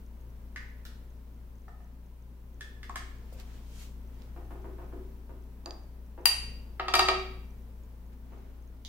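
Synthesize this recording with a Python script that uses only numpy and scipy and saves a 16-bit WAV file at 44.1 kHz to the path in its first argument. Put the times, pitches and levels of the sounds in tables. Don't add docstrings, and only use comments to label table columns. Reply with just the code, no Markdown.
import sys
import numpy as np
from scipy import signal
from scipy.fft import rfft, irfft
from scipy.io import wavfile
from scipy.ndimage import uniform_filter1d

SR = 44100
rng = np.random.default_rng(int(sys.argv[2]) if len(sys.argv) > 2 else 0)


def elevation(decibels):
    levels = np.asarray(decibels, float)
    return 10 ** (levels / 20)


def dump_mix(stems):
    frames = np.atleast_2d(stems).T
    limited = np.clip(frames, -1, 1)
    pcm = np.round(limited * 32767).astype(np.int16)
    wavfile.write(sys.argv[1], SR, pcm)


N = 391811

# [f/Hz,
# level/dB]
BACKGROUND_SWAY = [(0.0, -44.5), (0.05, -47.5), (0.34, -46.5), (0.57, -46.5), (2.27, -49.5), (3.04, -46),
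                   (5.09, -44.5), (5.22, -47), (6.08, -47.5), (6.3, -48.5), (6.4, -43), (6.85, -46.5),
                   (7.0, -42.5), (7.42, -44.5), (7.49, -45.5), (8.16, -48), (8.83, -49), (8.88, -48)]
MACHINE_TONES = [(28.3, -4.5), (59.1, 1), (113, -21), (118.5, -17.5), (175, -24.5), (226, -20),
                 (257, -21.5)]
# [f/Hz, level/dB per Hz]
AIR_COLOUR = [(5.9, -26.5), (10, -5), (42, -8), (65, -4), (85, -15.5), (108, -22), (153, -13.5), (235, -13),
              (308, -22.5), (371, -18), (785, -29.5), (946, -26), (1140, -32), (6000, -46.5), (7800, -90),
              (13200, -120)]
AIR_DB = -54.5
HISS_COLOUR = [(3000, -71.5), (6000, -46), (9000, -46.5), (12000, -43.5), (15800, -39)]
# [f/Hz, level/dB]
PORT_LIKENESS = [(60, 1), (180, 0.95), (550, 0.45), (1650, 0.057), (4970, 0.064), (15000, -0.0)]
PORT_LEAN = [(60, 8), (180, -2), (550, 1), (1650, 2), (4970, -2.5), (15000, 3.5)]
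# [t/s, level/dB]
WALL_DECAY = [(200, 0.82), (1000, 0.48), (2500, 0.65), (5000, 0.51), (8000, 0.46), (11000, 0.42),
              (15000, 0.15)]
NEAR_ECHOES = [(.006, -14), (.011, -13), (.017, -13), (.021, -16)]

CLOCK_BEATS = [0, 3, 13, 16, 19, 25, 27, 31, 39, 51, 55, 60, 67, 75, 94, 100, 104, 107]
STRAY_TICKS = [.2114, .7018, 1.1672, 1.5554, 1.6192, 1.6881, 1.8447, 4.0746, 4.6203, 5.8356, 6.212, 6.6204,
               7.5068, 7.621, 7.836, 8.676]
CLOCK_START_S, CLOCK_PERIOD_S = .0638, .08
CLOCK_DB, STRAY_DB, TICK_SPREAD_DB = -65, -64, 1.8

# [peak t/s, rise t/s, fall t/s, level/dB, brightness/dB per octave]
RUSTLE_STROKES = [
    (3.33, 0.005, 0.051, -65, 12),
    (3.406, 0.05, 0.039, -58.5, 3),
    (3.556, 0.7, .2, -66, 1.7),
    (3.828, 0.21, 0.11, -55.5, 6),
    (4.218, .18, 0.22, -72.5, -0.3),
    (4.7, .6, .6, -82.5, -1.5),
    (5.3, 0.03, .15, -87, -5),
    (8.135, .02, .012, -71, -1),
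    (8.35, .25, 0.78, -77.5, -2.5),
]
# [f/Hz, level/dB per Hz]
RUSTLE_COLOUR = [(300, -2.5), (1000, -11), (3000, -16), (7000, -24.5), (11000, -36), (13500, -35),
                 (16000, -45)]
RUSTLE_PATCH_DB, STROKE_FADE_DB = 1.2, 20

# [t/s, peak level/dB, hardness/dB per octave, ring level/dB]
KNOCK_BLOWS = [
    (.5615, -28.5, -8.5, 1.4),
]
BENCH_BLOWS = [
    (0.853, -37.5, 0.3, -28),
]
LEVER_BLOWS = [
    (1.682, -42, 1.2, 6.6),
    (1.805, -50, 0.54, 8.1),
]
TOOL_BLOWS = [
    (2.61, -33.5, -2.5, -4),
    (2.832, -35.5, -5, -1.5),
    (2.959, -26, -2.5, -45),
]
LATCH_BLOWS = [
    (2.896, -32, 2.8, 1.9),
    (2.959, -30, 6.6, 0.68),
]
SLEEVE_SNAPS = [
    (3.328, -53, .3, .3),
    (3.4, -39, 2.5, .3),
    (4.221, -44, .3, .3),
]
JAW_BLOWS = [
    (5.6595, -28.5, 3, 2.2),
    (5.708, -29.5, 1.9, 4),
]
PIN_BLOWS = [
    (8.85, -34.5, 0.32, -35),
]
THUMP_BLOWS = [
    (3.326, -43.5, .3, 2),
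]
GEAR_BLOWS = [
    (4.365, -42, 2.7, -15.5),
    (4.509, -44, 3.9, -25),
    (4.645, -43, 0.92, -21),
    (4.786, -44.5, 1.3, -12),
    (4.818, -47.5, 1.1, -35),
    (4.927, -46, 1.5, -21),
    (5.296, -47.5, 1.1, -7),
    (5.661, -36.5, 2.5, -21),
    (6.179, -41, 0.48, -12),
    (8.323, -47.5, 1.6, -10.5),
]
GEAR_NUDGES = [
    (4.553, -44, -1, 1.6),
    (4.656, -42, -24, 2),
    (4.936, -39, -21, 1.9),
    (4.996, -57, 7, 3),
]
BRACKET_BLOWS = [
    (6.798, -19, -18, 3.3),
    (6.884, -18.5, -2.5, 2.3),
    (6.94, -8.5, 3.5, 1.6),
    (6.954, -12.5, 13, 0.79),
    (6.994, -8.5, 6, 4.5),
    (7.087, -11, -1.2, 2.6),
]
SPANNER_BLOWS = [
    (6.2565, -2.5, 0.42, -3.5),
]

# [f/Hz, level/dB, t60/s]
TOOL_MODES = [(378, -35, .1), (1350, -9, .01), (1550, -5, .012), (1720, 0, .014), (1900, -4, .012),
              (2200, -8, .01), (3450, -16, .02)]
LATCH_MODES = [(378, -23, .15), (760, -8, .04), (1090, 0, .035), (1300, -6, .03)]
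LEVER_MODES = [(750, -3, .035), (1270, -1, .03), (1800, -2, .02)]
JAW_MODES = [(2650, -16, .03), (4720, 0, .015), (4780, -21, .09), (6500, -12, .015)]
THUMP_MODES = [(555, 0, 0.02)]
GEAR_MODES = [(290, -8, .1), (372, 0, .14), (387, -2, .14), (560, -7, .03), (880, -8, .05)]
# [level/dB, t60/s]
BRACKET_HZ = [375, 382, 655, 716, 751, 774, 931, 1104, 1143, 1230, 1265, 1300, 1613, 1861, 2363, 2701, 2727,
              3344, 3800, 4700]
BRACKET_RING = [(-16.5, 0.39), (-18, 0.21), (-14, 0.18), (-10, 0.13), (-8, 0.21), (-6.5, 0.079),
                (-11, 0.13), (0.5, 0.027), (-3, 0.15), (-39, 0.052), (8, 0.046), (-39.5, 0.028),
                (-11, 0.092), (-13, 0.26), (-2.5, 0.047), (-17.5, 0.17), (-16.5, 0.18), (-8, 0.045),
                (-10, 0.085), (-3, 0.052)]
SPANNER_HZ = [1860, 2550, 2740, 4280, 4700, 4745, 5900, 10400, 11050, 14000, 14500, 14800, 15500]
SPANNER_RING = [(-15.5, .06), (-22, .02), (-12.5, .04), (-19.5, .02), (2.6, 0.05), (-24, 0.17),
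                (-11, 0.013), (-10.5, 0.02), (-5.5, 0.012), (-14.5, .012), (-7, 0.033), (-2.5, 0.0097),
                (-11.5, .012)]

# [f/Hz, level/dB per Hz]
TOOL_CRACK = [(400, -37), (900, -54), (1300, -12.5), (1800, -4.5), (2500, -17), (4500, -16), (9000, -21),
              (16000, -29.5)]
BENCH_CRACK = [(600, -18.5), (1100, -13), (1500, -0.5), (2300, -13.5), (4500, -10), (9000, -22),
               (16000, -17)]
LATCH_CRACK = [(300, -25), (700, 4), (1100, -5), (1500, 0.5), (3000, -17.5), (8000, -22), (16000, -61)]
JAW_CRACK = [(1000, -19.5), (2500, -10.5), (3600, -0.5), (4700, -8), (6500, -9), (8500, -28), (16000, -26)]
SNAP_CRACK = [(1000, -8), (4000, 6.5), (8000, -5), (14000, -1), (16000, -11)]
GEAR_CRACK = [(150, -23.5), (300, 4.5), (600, 2), (1000, -0.5), (1600, -11), (2500, -23), (5000, -42.5)]
BRACKET_CRACK = [(180, -104), (300, -33), (372, -46), (519, -16), (747, -20.5), (2090, -11.5),
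                 (4790, -14.5), (5940, -22), (14500, -43), (15800, -56)]
SPANNER_CRACK = [(240, -38), (500, -27), (900, -11), (1500, -14.5), (2690, -11), (4690, -18.5), (5640, -12),
                 (10600, -15), (12900, -23), (14400, -12.5), (15800, -22.5)]


def evened(x):
    return x / np.sqrt(np.mean(x ** 2) + 1e-20)


def read(points, hz):
    f, value = np.transpose(points)
    return np.interp(np.log(hz + 1), np.log(f + 1), value)


def add(mix, s, sound):
    part = mix[..., round(s * SR):][..., :sound.shape[-1]]
    part += sound[..., :part.shape[-1]]


def causal(db):
    log_gain = np.log(elevation(np.concatenate([db, db[-2:0:-1]])))
    return np.fft.ifft(np.exp(log_gain - 1j * signal.hilbert(log_gain).imag)).real[:len(db)]


def noise_grid():
    return np.fft.rfftfreq(1024, 1 / SR)[:, None], np.arange(N // 256 + 5) * 256 / SR


def noise(colour_db, same, patch_db):
    a, b, c, d, patches = rng.standard_normal((N // 256 + 5, 513, 5)).T
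    patches = uniform_filter1d(patches, 12, 0)
    patches = evened(uniform_filter1d(patches, 14, 1))
    left = a + 1j * b
    right = same * left + np.sqrt(1 - same ** 2) * (c + 1j * d)
    z = np.array([left, right]) * elevation(colour_db + patch_db * patches)
    return signal.istft(z, nperseg=1024, noverlap=768)[1][:, :N]


def background_db(t):
    s, db = np.transpose(BACKGROUND_SWAY)
    return np.interp(t, s, db)


def air():
    hz, t = noise_grid()
    swell_db = (background_db(t) + 48.0) * (0.74 + 0.18 / (1 + hz / 400))
    lean_db = read(PORT_LEAN, hz) * np.array([.5, -.5])[:, None, None]
    both_db = 10 * np.log10(elevation(read(AIR_COLOUR, hz)) ** 2 + elevation(read(HISS_COLOUR, hz)) ** 2)
    same = np.clip(read(PORT_LIKENESS, hz), -1, 1)
    return elevation(AIR_DB) * evened(noise(both_db + swell_db + lean_db, same, patch_db=-0.04))


def hum():
    t, out = np.arange(N) / SR, np.zeros(N)
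    knots = np.linspace(0, t[-1], 60)
    for hz, db in MACHINE_TONES:
        drift, waver = (np.interp(t, knots, w) for w in rng.standard_normal((2, 60)))
        depth = (hz > 80) + .2
        phase = 2 * np.pi * (hz * t + rng.random()) + .5 * depth * drift
        out += elevation(db) * elevation(2 * depth * waver) * np.sin(phase)
    return np.sqrt(2) * out * elevation(background_db(t) + np.array([[1.4], [-1.6]]))


def walls(x):
    taps = np.zeros((2, SR))
    at = np.arange(150, SR - 20, 20) + rng.integers(0, 20, (2, (SR - 151) // 20))
    np.put_along_axis(taps, at, rng.choice([-1., 1.], at.shape), 1)
    hz, t, z = signal.stft(taps, SR, nperseg=256)
    same = np.clip(read(PORT_LIKENESS, hz), -1, 1)[:, None]
    z = np.array([z[0], same * z[0] + np.sqrt(1 - same ** 2) * z[1]])
    decay = elevation(-60 * t / read(WALL_DECAY, hz)[:, None])
    z *= decay * (1 + 0.08 * np.exp(-t / 0.017))
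    tail = signal.istft(z, SR, nperseg=256)[1]
    tail /= np.linalg.norm(tail[0])
    for (s, db), skew in zip(NEAR_ECHOES, rng.integers(-8, 9, len(NEAR_ECHOES))):
        tail[[0, 1], [round(s * SR) + skew, round(s * SR)]] += elevation(db)
    return signal.fftconvolve(x[None], tail, axes=1)[:, :N]


def ticks():
    out, t = np.zeros(N), np.arange(200) / SR
    rows = [(CLOCK_START_S + CLOCK_PERIOD_S * k, CLOCK_DB) for k in CLOCK_BEATS]
    rows += [(s, STRAY_DB) for s in STRAY_TICKS]
    for (s, db), (pitch, size) in zip(rows, rng.standard_normal((len(rows), 2))):
        swell = t / 0.0005 * np.exp(1 - t / 0.00053)
        tone = np.sin(2 * np.pi * (6200 + 250 * pitch) * t)
        add(out, s, elevation(db + TICK_SPREAD_DB * size) * swell * tone)
    return out * elevation([[1.5], [-1.5]])


def rustle():
    hz, t = noise_grid()
    power = 1e-14
    for s, rise, fall, db, bright in RUSTLE_STROKES:
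        level_db = db - STROKE_FADE_DB * np.maximum((s - t) / rise, (t - s) / fall)
        power = power + elevation(level_db + bright * np.log2((hz + 50) / 5000)) ** 2
    colour_db = read(RUSTLE_COLOUR, hz) + 10 * np.log10(power)
    return elevation(3.0) * noise(colour_db, 0.08, patch_db=RUSTLE_PATCH_DB)


def blows(rows, modes, crack, contact_s, knee_hz, lag, pan_db, room_db):
    direct, feed = np.zeros((2, N)), np.zeros(N)
    t, hz = np.arange(SR // 2) / SR, np.fft.rfftfreq(4096, 1 / SR)
    touch_t = t[:512]
    for s, peak_db, hard, ring_db in rows:
        burst = rfft(rng.standard_normal(512) * touch_t * np.exp(-touch_t / contact_s))
        burst = irfft(burst / abs(burst) ** .8)
        burst *= np.exp(-touch_t / (3 * contact_s))
        crack_db = read(crack, hz) + hard * np.log2(1 + (hz / knee_hz) ** 2) / 2
        snap = np.convolve(burst, causal(crack_db))
        ring = np.zeros(len(t))
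        onset = 1 - np.exp(-(t / contact_s) ** 2)
        for (f, db, t60), chance in zip(modes, rng.standard_normal((len(modes), 2))):
            tilt_db = hard * np.log2(1 + (f / knee_hz) ** 2) / 2 + 0.67 * chance[0]
            phase = 2 * np.pi * f * (1 + .004 * chance[1]) * t
            ring += elevation(db + tilt_db - 60 * t / t60) * np.sin(phase) * onset
        sound = elevation(ring_db) * ring / (abs(ring).max() + 1e-9)
        add(sound, 0, snap / abs(snap).max())
        sound *= elevation(peak_db) / abs(sound).max()
        touch = s - contact_s
        add(direct[0], touch + lag / SR, sound * elevation(pan_db / 2))
        add(direct[1], touch, sound * elevation(-pan_db / 2))
        add(feed, touch, sound * elevation(room_db))
    return np.vstack([direct, feed])


def side_tools():
    out = blows(TOOL_BLOWS, TOOL_MODES, TOOL_CRACK,
                contact_s=0.0019, knee_hz=2500, lag=4, pan_db=-1, room_db=0.6)
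    out += blows(LATCH_BLOWS, LATCH_MODES, LATCH_CRACK,
                 contact_s=0.001366, knee_hz=2000, lag=3.4, pan_db=.7, room_db=-3.0)
    out += blows(KNOCK_BLOWS, TOOL_MODES[1:], TOOL_CRACK,
                 contact_s=0.00125, knee_hz=2520, lag=4, pan_db=1, room_db=1.5)
    out += blows(BENCH_BLOWS, TOOL_MODES[1:], BENCH_CRACK,
                 contact_s=0.0012, knee_hz=2480, lag=5.5, pan_db=-3.0, room_db=4.0)
    out += blows(LEVER_BLOWS, LEVER_MODES, LATCH_CRACK,
                 contact_s=0.0018, knee_hz=1190, lag=3, pan_db=.4, room_db=1.0)
    return out


def sleeve_snaps():
    return blows(SLEEVE_SNAPS, [], SNAP_CRACK,
                 contact_s=0.00034, knee_hz=3000, lag=7.7, pan_db=-9.0, room_db=-5)


def jaw_and_pin():
    out = blows(JAW_BLOWS, JAW_MODES, JAW_CRACK,
                contact_s=0.00008, knee_hz=3060, lag=1.5, pan_db=-3.0, room_db=-11.5)
    out += blows(PIN_BLOWS, JAW_MODES, JAW_CRACK,
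                 contact_s=0.00029, knee_hz=3060, lag=1.5, pan_db=-10, room_db=5.5)
    return out


def gear():
    out = blows(THUMP_BLOWS, THUMP_MODES, GEAR_CRACK,
                contact_s=0.0021, knee_hz=600, lag=4, pan_db=-3.0, room_db=-1.0)
    out += blows(GEAR_BLOWS, GEAR_MODES, GEAR_CRACK,
                 contact_s=.003, knee_hz=600, lag=1.8, pan_db=1.7, room_db=5.7)
    out += blows(GEAR_NUDGES, GEAR_MODES, GEAR_CRACK,
                 contact_s=0.00327, knee_hz=600, lag=4.5, pan_db=-1.0, room_db=2.0)
    return out


def bracket():
    modes = np.column_stack([BRACKET_HZ, BRACKET_RING])
    return blows(BRACKET_BLOWS, modes, BRACKET_CRACK,
                 contact_s=.002, knee_hz=3140, lag=4, pan_db=0.9, room_db=-3.5)


def spanner():
    modes = np.column_stack([SPANNER_HZ, SPANNER_RING])
    return blows(SPANNER_BLOWS, modes, SPANNER_CRACK,
                 contact_s=0.00044, knee_hz=2950, lag=4, pan_db=8.5, room_db=-1.5)


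def scene():
    metal = side_tools() + sleeve_snaps() + jaw_and_pin() + gear() + bracket() + spanner()
    return metal[:2] + walls(metal[2]) + hum() + air() + rustle() + ticks()


def top_cut(x):
    return signal.sosfilt(signal.butter(12, 17070, fs=SR, output="sos"), x)


def record(dry):
    low_pass = signal.firwin(511, 15850, window=("kaiser", 7), fs=SR)
    limited = signal.oaconvolve(dry, low_pass[None], "same")
    leak_db = -42
    mix = limited + elevation(leak_db) * (dry - limited)
    return top_cut(mix)


dry = scene()
out = record(dry)
dump_mix(out)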